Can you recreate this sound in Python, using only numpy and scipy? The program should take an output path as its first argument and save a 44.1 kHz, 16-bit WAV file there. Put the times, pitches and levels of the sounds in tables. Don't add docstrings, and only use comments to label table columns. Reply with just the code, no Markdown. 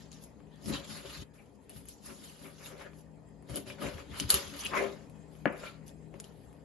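import sys
import numpy as np
from scipy import signal
from scipy.fft import rfft, irfft, next_fast_len
from scipy.io import wavfile
from scipy.ndimage import uniform_filter1d

SR = 44100
rng = np.random.default_rng(int(sys.argv[2]) if len(sys.argv) > 2 else 0)


def boost(x):
    u = np.asarray(x, float) / 20
    return 10 ** u


def wav_out(sig):
    wavfile.write(sys.argv[1], SR, np.round(np.clip(np.atleast_2d(sig).T, -1, 1) * 32767).astype(np.int16))


N = 292824

# hz, level_db_per_hz
AIR_SPECTRUM = [(15, -66.5), (25, -23), (47, -6), (91, -6.5), (145, -11.5), (209, -2), (325, -12.5),
                (400, -8), (688, -15), (783, -18), (869, -17), (1320, -29.5), (1990, -31), (2790, -39.5),
                (12200, -52.5), (15900, -73.5), (22000, -120)]
# hz, width_hz, gain_db
FAN_BANDS = [(1840, 190, 5.5), (2520, 130, 8), (3220, 59, 9.5), (4150, 130, 5), (4520, 96, 6.5),
             (4980, 200, 11), (6560, 300, 15.5), (7500, 160, 21.5), (10620, 1100, 4.5)]
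# hz, width_hz, level_db
HUM_TONES = [(62.9, 13.08, -64.5), (120, 6.3, -65.5), (157.2, 4.6, -58), (203.4, 1.8, -64.5),
             (281, 54, -63.5), (405, 6.1, -70.5), (481, 82, -72), (554, 4.9, -79)]
# time_s, gain_db
HUM_LEVEL_CURVE = [(0, 2), (1.23, 1), (1.24, -1), (1.7, -0.5), (2.5, 0.5), (3.4, 2), (5.2, 4), (6.64, 2.5)]
# hz, t60_s
KITCHEN_DECAY = [(200, 0.1), (600, 0.33), (2000, 0.27), (6000, 0.044), (12000, 0.22)]
# start_s, rise_s, fall_s, counter_rocking_db, board_boom_db, rocking_centre_hz
HAND_PUSHES = [(0.622, 0.066, 0.14, -38, -40.5, 140), (.655, 0.029, 0.081, -50, -33, 141.4),
               (.69, 0.019, 0.14, -45, -38, 141.4), (.85, 0.074, 0.12, -53, -49, 128),
               (1.04, 0.053, 0.033, -50, -53, 120), (1.15, 0.06, 0.075, -45.5, -48, 100.6),
               (1.7, 0.071, 0.14, -50.5, -55, 131.5), (2.04, 0.065, 0.084, -50.5, -46.5, 141.3),
               (2.17, 0.032, 0.077, -64, -51.5, 131), (2.38, 0.048, 0.11, -64.5, -48.5, 129),
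               (3.48, 0.03, 0.1, -41.5, -48, 122), (3.52, 0.057, 0.092, -53.5, -39, 146.6),
               (3.65, 0.035, 0.19, -47.5, -55, 136.4), (3.78, 0.057, 0.092, -47.5, -37.5, 138.8),
               (3.83, 0.029, 0.11, -43.5, -58, 107.2), (3.93, 0.027, 0.1, -44.5, -55.5, 103.6),
               (4.06, 0.046, 0.11, -45, -51, 84.5), (4.181, 0.037, 0.078, -54, -39, 134),
               (4.2, 0.045, 0.068, -38, -53, 107.6), (4.32, 0.026, 0.068, -42.5, -42, 111.8),
               (4.44, 0.035, 0.058, -49, -63, 92), (4.499, 0.037, .06, -58, -49.5, 126.3),
               (4.629, 0.032, 0.067, -50, -46, 129.8), (4.7, 0.12, 0.33, -61.5, -49, 130),
               (5.46, 0.02, 0.069, -51.5, -38, 140), (6.11, 0.026, 0.06, -69, -51.5, 130.5)]
# hz, gain_db
COUNTER_RESPONSE = [(15, -47), (38, -10.5), (60, 9.5), (100, -1.5), (180, 2), (260, -24), (500, -64)]
# hz, level_db, t60_s
BOARD_MODES = [(173.5, -3, .12), (210.4, -7.5, 0.25), (284, -2.5, 0.14), (392, -5.5, 0.13),
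               (421, -8, 0.027), (471, -16, 0.19), (525, -14, 0.095), (562.7, -8, 0.1), (579, -1, 0.06),
               (650, -5.5, 0.056), (710, -11, 0.034), (975, -8, 0.04), (1190, -10.5, 0.05),
               (1530, -0.5, 0.028), (1681, -4, 0.06), (2260, -6.5, 0.033), (2810, -7.5, 0.022),
               (4400, -23.5, 0.018), (6970, -34, 0.028)]
# start_s, peak_db (before high-pass), damping_by_fish (factor), contact_s
BLADE_KNOCKS = [(3.496, -45, 2.96, 0.00042), (3.541, -41, 2.93, 0.00099), (3.558, -37, 3.5, 0.00072),
                (3.666, -45, 3, 0.0011), (3.817, -36, 3, .0004), (3.835, -33.5, 3.1, .0012),
                (3.842, -34.5, 2.5, 0.00045), (3.983, -46, 3, 0.00036), (4.717, -40, 2.6, .0006),
                (4.733, -31.5, 3, 0.00064), (4.771, -31, 2.7, 0.00061), (4.86, -33, 3, 0.00093),
                (4.931, -43, 1.4, 0.0013), (5.4556, -13.5, 2.15, 0.000081), (6.1403, -44.5, 1.9, 0.001)]
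# start_s (before SNAP_DELAY_S), nominal_peak_db, ring_hz,
# low_1_to_2k5_over_peak_db, top_10k_over_peak_db
SNAP_EVENTS = [(0.116, -39.5, 6640, -30, -17), (0.128, -37.5, 4370, -24, -18), (.161, -59, 2680, 3, -20),
               (0.2372, -43, 6860, -36, -4), (0.402, -58, 2670, 3, -20), (0.558, -58, 6200, -29, -7),
               (.623, -54, 6500, -25, 0), (0.6582, -33.5, 5270, -22, -13), (1.694, -41.5, 2650, -14, 1.5),
               (1.854, -50.5, 2990, -3.5, 2), (1.8855, -35.5, 7750, -23, -5), (2.932, -53, 2860, 2, -20),
               (3.106, -72, 2913, -7, -21), (3.288, -63, 3311, -23, -2), (3.4235, -62.5, 7500, 5, 3),
               (3.495, -40, 3290, -7, -12), (3.541, -48, 2608, 6, -22), (3.5574, -30, 5000, -12, 6.5),
               (3.573, -32.5, 2780, -11, -7), (3.6752, -44, 3000, -3, -17), (3.7005, -40, 2700, 5, -29),
               (3.816, -43.5, 3070, 6, -31), (3.8437, -50, 2500, -1, -22), (3.886, -39.5, 4300, 3, -18),
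               (3.981, -45, 3140, 5.5, -30), (4.1983, -13.5, 3030, -42, -13),
               (4.2376, -49.5, 3084, 13, -20.5), (4.2919, -29.5, 4400, -9, -2), (4.302, -9, 4480, -24, -2),
               (4.3115, -22.5, 4380, -23, -11), (4.318, -29, 3500, -15, -6), (4.328, -29, 4000, -15, -1),
               (4.341, -14.5, 4280, -17, 0.5), (4.3512, -24.5, 3020, -24.5, -12),
               (4.361, -29, 3030, -13, -12), (4.373, -32.5, 3160, -12, -8.5), (4.39, -39.5, 3020, -5, -15),
               (4.636, -29, 3080, -29, -29), (4.643, -45, 2870, -25, -23), (4.649, -40, 3060, -36, 13.5),
               (4.6593, -26.5, 2570, -23, -32), (4.6644, -21, 2820, -35, -33), (4.673, -35, 2780, -12, -31),
               (4.7292, -54, 2510, 9, -15), (4.93, -67, 2740, 12, -28.5), (5.097, -51.5, 2429, -12, -5),
               (5.351, -51, 3070, 0, -22.5), (5.4562, -42, 4400, -22, -13.5),
               (5.525, -53, 2504, -12.5, 0.5), (5.879, -41.5, 6100, -26, -4.5),
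               (5.885, -47, 2900, -21, -23), (5.892, -44.5, 3540, -28.5, -19),
               (5.9, -48.5, 7304, -24.5, -23.5), (6.1399, -50, 2519, 3, -28),
               (6.1995, -31, 7080, -17, -6.5), (6.2412, -36.5, 3060, -28, -24),
               (6.528, -56, 2820, -4, -2.5)]
# start_s, rise_s, fall_s, hiss_db, sheen_over_hiss_db, fine_hiss_over_hiss_db
FLESH_SLICES = [(0, 0.0007, 0.16, -63, -12, 0.5), (.1, 0.021, 0.18, -61.5, -8, 3),
                (.17, 0.059, 0.11, -69.5, 6.5, 5.5), (.39, 0.0072, 0.079, -73, -22, -32),
                (.45, 0.1, 0.23, -68.5, -30, -22), (.6, 0.1, 0.033, -49, 2.5, 0.5),
                (.67, 0.073, 0.11, -41.5, -17, -5.5), (.79, 0.062, 0.091, -55, -18, -5),
                (.82, 0.086, 0.3, -51, -3, -1), (1.0, 0.072, 1, -52.5, -11, -3.5),
                (1.33, 0.01, 0.32, -72.5, -0.5, -1), (1.53, .025, 0.028, -81, 7, 7),
                (1.58, 0.054, 0.079, -78, 3, -11), (1.685, 0.018, 0.069, -60.5, -2, -4),
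                (1.69, 0.081, 0.12, -60, 3, -2), (1.85, 0.041, 0.14, -61.5, 1.5, 6.5),
                (1.98, 0.082, 0.42, -58.5, 1.5, 2), (2.15, 0.095, 0.45, -58.5, -2, -2.5),
                (2.34, 0.09, 0.31, -62, 1.5, -2), (2.53, 0.13, 0.16, -55.5, -1, 1),
                (2.7, 0.11, 0.13, -57.5, -8.5, -4.5), (2.85, 0.14, 0.09, -70.5, 3.5, 0.5),
                (3.46, 0.046, .1, -55, -1.5, -6), (3.5, 0.069, 0.08, -49.5, 2, -2),
                (3.64, 0.041, 0.12, -51, -5, -3.5), (3.77, 0.054, 0.27, -48.5, -5, -4),
                (3.92, 0.074, 0.089, -57.5, -8, -2.5), (4.06, 0.14, 0.16, -45.5, -7, -7),
                (4.285, .02, 0.077, -34, 2, 2), (4.31, 0.042, 0.11, -36.5, -12, -1.5),
                (4.36, 0.039, 0.61, -50, -10, -3), (4.5, 0.11, 0.098, -48.5, -2, -5),
                (4.6, 0.079, 0.11, -47.5, -9.5, -7), (4.69, 0.089, 0.23, -47.5, -8.5, -4),
                (4.8, 0.034, 0.56, -77.5, 5, 9), (5.28, 0.047, 0.31, -70.5, -2.5, -3.5),
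                (5.5, 0.085, 0.16, -64.5, 1, 2), (5.56, 0.098, 0.11, -50, -12.5, -8),
                (5.85, 0.019, 0.074, -70.5, 7, 8.5), (6.1, 0.057, 0.056, -69.5, -6, -5),
                (6.18, 0.021, 0.037, -63, -7, 2), (6.22, 0.024, 0.12, -62.5, -4.5, -2.5),
                (6.25, 0.11, 0.49, -73, -1.5, -18)]
# start_s, rise_s, fall_s, grating_db, board_shake_db
BONE_GRINDS = [(.62, 0.096, 0.23, -52.5, -44), (0.852, 0.15, 0.031, -52, -53),
               (1.031, 0.024, 0.038, -55, -45), (1.05, 0.11, 0.033, -49.5, -60),
               (1.339, 0.014, 0.19, -65.5, -84), (1.68, 0.023, 0.11, -70, -53),
               (2.038, 0.06, 0.09, -52.5, -54), (2.37, 0.12, 0.04, -52, -54.5),
               (2.56, 0.051, 0.27, -56.5, -57.5), (2.66, 0.063, 0.19, -53.5, -46.5),
               (2.76, 0.053, 0.1, -50, -58), (2.801, 0.071, .03, -65, -47),
               (3.472, 0.034, 0.062, -54, -45.5), (3.52, 0.054, 0.038, -51, -38),
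               (3.65, 0.026, 0.15, -56, -48.5), (3.78, 0.067, 0.14, -42, -37.5),
               (3.93, 0.06, 0.093, -51, -50.5), (4.1, 0.046, 0.14, -46.5, -56),
               (4.28, 0.047, 0.14, -40, -39), (4.5, 0.033, 0.14, -52, -52.5),
               (4.6, 0.026, 0.043, -48.5, -64), (4.698, 0.039, .06, -37, -35.5),
               (4.709, 0.061, 0.12, -35.5, -34.5), (4.731, 0.084, 0.12, -42.5, -30),
               (4.851, 0.058, 0.21, -57, -54), (5.455, 0.012, 0.049, -33.5, -33),
               (5.47, 0.041, 0.2, -47, -41), (5.581, 0.058, 0.18, -51, -50),
               (6.12, 0.038, 0.067, -66.5, -61)]
# start_s, rise_s, fall_s, level_db (before SQUEAL_GAIN_DB), hz, width_hz
SQUEAL_EVENTS = [(.735, .025, 0.022, -51, 3580, 800), (.7, 0.054, 0.059, -48, 1100, 500),
                 (1.36, 0.033, 0.044, -61, 2400, 600), (2.65, .012, .015, -50, 2750, 200),
                 (2.783, 0.088, 0.02, -52.5, 1660, 900), (4.3, 0.011, 0.033, -54, 2460, 496),
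                 (4.32, 0.031, 0.029, -33.5, 2940, 590), (4.595, 0.012, .025, -44, 6150, 720),
                 (4.62, 0.043, 0.012, -35.5, 2900, 740), (4.705, 0.044, 0.12, -34.5, 1040, 151),
                 (4.74, 0.039, 0.058, -32, 2150, 520), (4.74, 0.09, 0.11, -34, 397, 38),
                 (4.74, 0.087, 0.081, -35.5, 560, 48.5), (5.58, 0.061, 0.034, -58, 7100, 700),
                 (5.53, 0.028, .06, -54, 1730, 400), (5.6, 0.056, 0.07, -47, 1380, 250),
                 (5.625, 0.012, .02, -42.5, 600, 90), (5.65, 0.02, 0.032, -48, 2380, 290),
                 (3.697, 0.0042, 0.023, -44.5, 2500, 640), (3.814, 0.0042, .03, -43, 1260, 250),
                 (3.85, .015, 0.043, -44, 2250, 400), (3.98, 0.0044, 0.044, -50, 1150, 240),
                 (0.91, .05, .07, -49.5, 4200, 696), (1.1, .05, 0.062, -49.5, 4280, 695)]
# hz, level_db_per_hz
HISS_SPECTRUM = [(1800, -51), (2500, -6), (2900, 6), (3700, 5), (4500, 2), (5200, -7), (6500, -88)]
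# hz, level_db_per_hz
SHEEN_SPECTRUM = [(5500, -60), (7000, -82.5), (7600, 0.5), (9000, -4), (10000, 1), (10800, 8), (11500, 5.5),
                  (11900, 3.5), (12300, -54), (13000, -82.5)]
# hz, level_db_per_hz
FINE_SPECTRUM = [(3500, -54.5), (4500, -17.5), (5000, -8), (6000, -8.5), (7200, -5.5), (7700, -23.5),
                 (9000, -81)]
# hz, level_db_per_hz
GRATE_SPECTRUM = [(300, -69), (600, -21.5), (850, 1.5), (1050, 1.5), (1250, 4), (1500, 1), (1800, 0.5),
                  (2150, 2), (2500, -1), (2900, -6), (3600, -50), (6000, -101.5)]
# hz, gain_db
PORT_SUM = [(50, -3), (7350, -4), (7750, -11), (8600, -14.5), (9450, -16.5), (9900, -2.5), (11700, 2.5),
            (12300, -24)]
# hz, gain_db
PORT_DIFFERENCE = [(40, -0.5), (100, -10), (200, -5.5), (500, -9), (1200, -6.5), (2500, -7), (5000, -7),
                   (7000, -5), (8500, 12.5), (10500, 3.5), (11700, -4.5), (12300, -11)]
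# hz, share (0-1)
PORT_ALIKE = [(40, 0.41), (110, 0.95), (200, 0.92), (350, 0.57), (1100, .55), (2000, .25), (4000, 0.11),
              (7000, 0.052), (12000, .1)]

AIR_DB = -56.5
EVEN_BELOW_HZ = 1200
BLOTCH_DB, AIR_BLOTCH_DB, RUB_PATCHY_DB = 2, 2, 3
EDIT_CUT_S = 1.2345
ENDS_DB = -23.5
SLICE_ROUND, GRIND_ROUND, PUSH_ROUND = 1.236, 1.15, 1.44
SHEEN_STEEP, GRATE_STEEP = 1.56, 0.9
SLICE_GRATE_DB, SLICE_SHAKE_DB = -4, -8.5
FIZZ_DB = -10.5
CRACKLE_DB, BOARD_RASP_DB = -13.5, -10
RISE_CYCLES = 0.8
SING_HZ, SQUEAL_GAIN_DB = 90, 2.0
SNAP_DELAY_S, SNAP_T60_S, SPLINTER_T60_S = 0.001, 0.012, 0.038
SNAP_HIGH_DB, SNAP_TILT = -38.5, 0.35
SPLINTER_DB, SPLINTER_GROWTH = -0.5, 0.26


def evened(x):
    return x / np.sqrt(np.mean(x ** 2) + 1e-20)


def read(points, hz):
    f, value = np.transpose(points)
    return np.interp(np.log(hz + 1), np.log(f + 1), value)


def colour(x, gain):
    size = next_fast_len(N + 4096)
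    return irfft(rfft(x, size) * gain(np.fft.rfftfreq(size, 1 / SR)), size)[..., :N]


def shaped(x, table):
    return evened(colour(x, lambda f: boost(read(table, f))))


def band(x, low_hz, high_hz, low_power=8):
    return colour(x, lambda f: 1 / (1 + (f / high_hz) ** 8) / (1 + (low_hz / (f + 1)) ** low_power))


def resonance(f, hz, width_hz):
    return 1 / (1 + (2 * (f - hz) / width_hz) ** 2)


def smoothed_twice(x, first, second):
    for size, axis in (first, second):
        x = uniform_filter1d(x, size=size, axis=axis)
    return x


def slips(per_s, spread_db, smooth, tear_s=0.0027):
    strength = boost(spread_db * np.minimum(rng.exponential(1, N), 3))
    tears = strength * (rng.random(N) < per_s / SR)
    burst = signal.lfilter([1], [1, -np.exp(-1 / (tear_s * SR))], tears)
    return (smooth + evened(burst)) * rng.standard_normal((2, N))


def patchy(x, patchy_db, size=(2, 7)):
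    z = signal.stft(x, nperseg=512)[2]
    field = smoothed_twice(rng.standard_normal(z.shape[1:]), (size[0], 0), (size[1], 1))
    hz = np.arange(len(field)) * SR / 512
    depth = np.clip(hz / EVEN_BELOW_HZ, 0, 1)[:, None] ** 2
    return signal.istft(z * boost(patchy_db * evened(field) * depth), nperseg=512)[1][:, :N]


def swells(rows, db, roundness, steep=1):
    t = np.arange(N // 32 + 1) * 32 / SR
    power = np.zeros(len(t))
    for (start, rise, fall), top_db in zip(np.array(rows)[:, :3], db):
        top_s = start + rise
        away = np.where(t < top_s, (top_s - t) / max(rise, .001), (t - top_s) / max(fall, .001))
        kept = (t < EDIT_CUT_S) | (start > EDIT_CUT_S)
        power += boost(top_db + steep * ENDS_DB * abs(away) ** roundness) ** 2 * kept
    return np.interp(np.arange(N) / SR, t, np.sqrt(power))


def hum():
    def air_gain(f):
        fan_db = sum(db * resonance(f, hz, width) for hz, width, db in FAN_BANDS)
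        return boost(read(AIR_SPECTRUM, f) + fan_db)

    air = evened(colour(rng.standard_normal((2, N)), air_gain)) * boost(AIR_DB)
    air = patchy(patchy(air, patchy_db=2.5), AIR_BLOTCH_DB, size=(14, 12))
    t = np.arange(N) / SR
    for hz, width, db in HUM_TONES:
        fuzz = evened(colour(rng.standard_normal((2, N)), lambda f: resonance(f, hz, width)))
        wander = evened(uniform_filter1d(rng.standard_normal(N), 4000))
        drift_cycles = np.cumsum(wander) * 0.2946 * width / SR
        tone = np.sin(2 * np.pi * (hz * t + drift_cycles + rng.random((2, 1))))
        air += boost(db) * (.5 * fuzz + 1.155 * tone)
    return air * boost(np.interp(t, *np.transpose(HUM_LEVEL_CURVE)))


def kitchen(x):
    taps = np.zeros((2, SR // 2))
    slots = np.arange(200, SR // 2 - 20, 20)
    at = slots + rng.integers(0, 20, (2, len(slots)))
    np.put_along_axis(taps, at, rng.choice([-1., 1.], at.shape), 1)
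    hz, t, z = signal.stft(taps, SR, nperseg=256)
    decay = boost(-60 * t / read(KITCHEN_DECAY, hz)[:, None])
    tail = signal.istft(z * decay, SR, nperseg=256)[1]
    return signal.fftconvolve(x[None], tail / np.linalg.norm(tail[0]), axes=1)[:, :N]


def counter(width_hz=60):
    start, rise, _, db, _, hz = np.transpose(HAND_PUSHES)
    order = np.argsort(start + rise)
    centre_hz = np.interp(np.arange(N) / SR, (start + rise)[order], hz[order])
    turn = np.exp(2j * np.pi * np.cumsum(centre_hz) / SR)
    a, b = (evened(colour(rng.standard_normal((2, N)), lambda f: 1 / (1 + (f / width_hz) ** 2)))
            for _ in range(2))
    lumps = evened(((a + 1j * b + 0.26) * turn).real)
    rock = lumps * swells(HAND_PUSHES, db, PUSH_ROUND)
    return colour(rock, lambda f: boost(read(COUNTER_RESPONSE, f)))


def board(t, damp=1):
    ring = np.zeros(len(t))
    for hz, db, t60 in BOARD_MODES:
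        swing_up = 1 - np.exp(-t * hz / RISE_CYCLES)
        ring -= boost(db - 60 * damp * t / t60) * swing_up * np.sin(2 * np.pi * hz * t)
    return ring


def knocks():
    out, t = np.zeros(N), np.arange(9000) / SR
    for s, db, damp, contact_s in BLADE_KNOCKS:
        push = np.hanning(3 + contact_s * SR)
        blow = np.convolve(board(t, damp), push)[:len(t)] * np.minimum(t / 0.0009, 1)
        out[round(s * SR):][:len(t)] += boost(db) * blow / abs(blow).max()
    return signal.sosfilt(signal.butter(2, 150, "high", fs=SR, output="sos"), out)


def snaps():
    out, t = np.zeros((2, N + 4000)), np.arange(4000) / SR
    edges_hz = (2500, 7600), (900, 2500), (7600, 9600), (9600, 11800)
    bands = [signal.butter(3, edge, "band", fs=SR, output="sos") for edge in edges_hz]
    sharp = boost(-60 * t / SNAP_T60_S)
    for s, db, hz, low_db, top_db in SNAP_EVENTS:
        splinters = boost(SPLINTER_DB + SPLINTER_GROWTH * db) * boost(-60 * t / SPLINTER_T60_S)
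        noise = rng.standard_normal((2, len(t))) * (sharp + splinters)
        noise[:, 0] = 5.6
        parts = [signal.sosfilt(b, noise) for b in bands]
        mid, low, high, top = (v / abs(v).max() for v in parts)
        sound = 0.5 * mid + boost(low_db) * low + boost(top_db) * top
        sound += boost(SNAP_HIGH_DB - SNAP_TILT * low_db) * high
        sound += .5 * sharp ** 1.1 * np.sin(2 * np.pi * hz * t)
        out[:, round((s + SNAP_DELAY_S) * SR):][:, :len(t)] += boost(db) * sound
    return out[:, :N]


def squeals(drag):
    out = np.zeros((2, N))
    waver = evened(smoothed_twice(rng.standard_normal((2, N)), (300, -1), (300, -1)))
    for row in SQUEAL_EVENTS:
        *_, db, hz, width = row
        fuzz = evened(colour(drag, lambda f: resonance(f, hz, width)))
        phase = 2 * np.pi * np.cumsum(hz + 0.37 * width * waver, axis=1) / SR
        tone = np.sqrt(2) * np.sin(phase)
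        share = np.clip(SING_HZ / width, 0, 1)
        mix = np.sqrt(share) * tone + np.sqrt(1 - 0.94 * share) * fuzz
        out += mix * swells([row], [db + SQUEAL_GAIN_DB], GRIND_ROUND)
    return out


def sawing():
    *_, hiss_db, sheen_db, fine_db = np.transpose(FLESH_SLICES)
    *_, grate_db, shake_db = np.transpose(BONE_GRINDS)
    *_, boom_db, _ = np.transpose(HAND_PUSHES)
    hiss = swells(FLESH_SLICES, hiss_db, SLICE_ROUND)
    sheen = swells(FLESH_SLICES, hiss_db + sheen_db, SLICE_ROUND, SHEEN_STEEP)
    fine = swells(FLESH_SLICES, hiss_db + fine_db, SLICE_ROUND)
    grate = swells(BONE_GRINDS, grate_db, GRIND_ROUND, GRATE_STEEP)
    grate = np.hypot(grate, boost(SLICE_GRATE_DB) * hiss)
    shake = swells(BONE_GRINDS, shake_db, GRIND_ROUND)
    shake = np.hypot(shake, boost(SLICE_SHAKE_DB) * hiss)

    rub = patchy(slips(per_s=240, spread_db=18.0, smooth=4.2, tear_s=0.0075), RUB_PATCHY_DB)
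    rub = patchy(rub, BLOTCH_DB, size=(10, 3))
    out = shaped(rub, HISS_SPECTRUM) * hiss
    out += shaped(rub, SHEEN_SPECTRUM) * sheen
    out += shaped(rub, FINE_SPECTRUM) * fine
    grit = patchy(slips(per_s=120, spread_db=9.5, smooth=1.2, tear_s=0.011), patchy_db=0.5)
    out += shaped(0.62 * evened(rub) + evened(grit), GRATE_SPECTRUM) * grate

    pops = slips(per_s=250, spread_db=4.5, smooth=0, tear_s=.0007)
    fizz = colour(pops, lambda f: boost(read(HISS_SPECTRUM, f)) + boost(read(FINE_SPECTRUM, f))
                  + .5 * boost(read(SHEEN_SPECTRUM, f)))
    out += boost(FIZZ_DB) * hiss * evened(fizz)
    out += boost(CRACKLE_DB) * evened(band(pops, 1000, 3000, low_power=4)) * grate

    drag = slips(per_s=300, spread_db=4, smooth=2.5)
    ring = board(np.arange(6000) / SR, damp=1.5)[None]
    judder = signal.oaconvolve(drag, ring)[:, :N]
    out += boost(BOARD_RASP_DB) * evened(band(judder, 900, 1300)) * grate
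    out += evened(band(judder, 340, 680)) * shake
    out += evened(band(judder, 185, 340)) * swells(HAND_PUSHES, boom_db, PUSH_ROUND)
    return out + squeals(drag)


def ports(pair, cancel):
    alike = lambda f: read(PORT_ALIKE, f)
    bounce = np.roll(pair[0], round(.0055 * SR))
    other = np.sqrt(.55) * bounce + np.sqrt(.45) * pair[1]
    side = colour(pair[0], alike) + colour(other, lambda f: np.sqrt(1 - alike(f) ** 2))
    side = colour(side, lambda f: boost(read(PORT_DIFFERENCE, f)))
    mid = colour(pair[0], lambda f: boost(cancel * read(PORT_SUM, f)))
    return np.array([mid + side, mid - side])


def scene():
    hits = snaps() + knocks()
    saw = sawing()
    echoes = kitchen(boost(-9.0) * hits[0] + boost(-12.5) * saw[0])
    rest = saw + counter() + echoes + hum()
    return ports(rest, cancel=1) + ports(hits, cancel=0.11)


def roll_off(x):
    return signal.sosfilt(signal.butter(12, 12700, fs=SR, output="sos"), x)


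def record(dry):
    edged = colour(dry, lambda f: 1 / (1 + (f / 12100) ** 40))
    return roll_off(edged)


dry = scene()
out = record(dry)
wav_out(out)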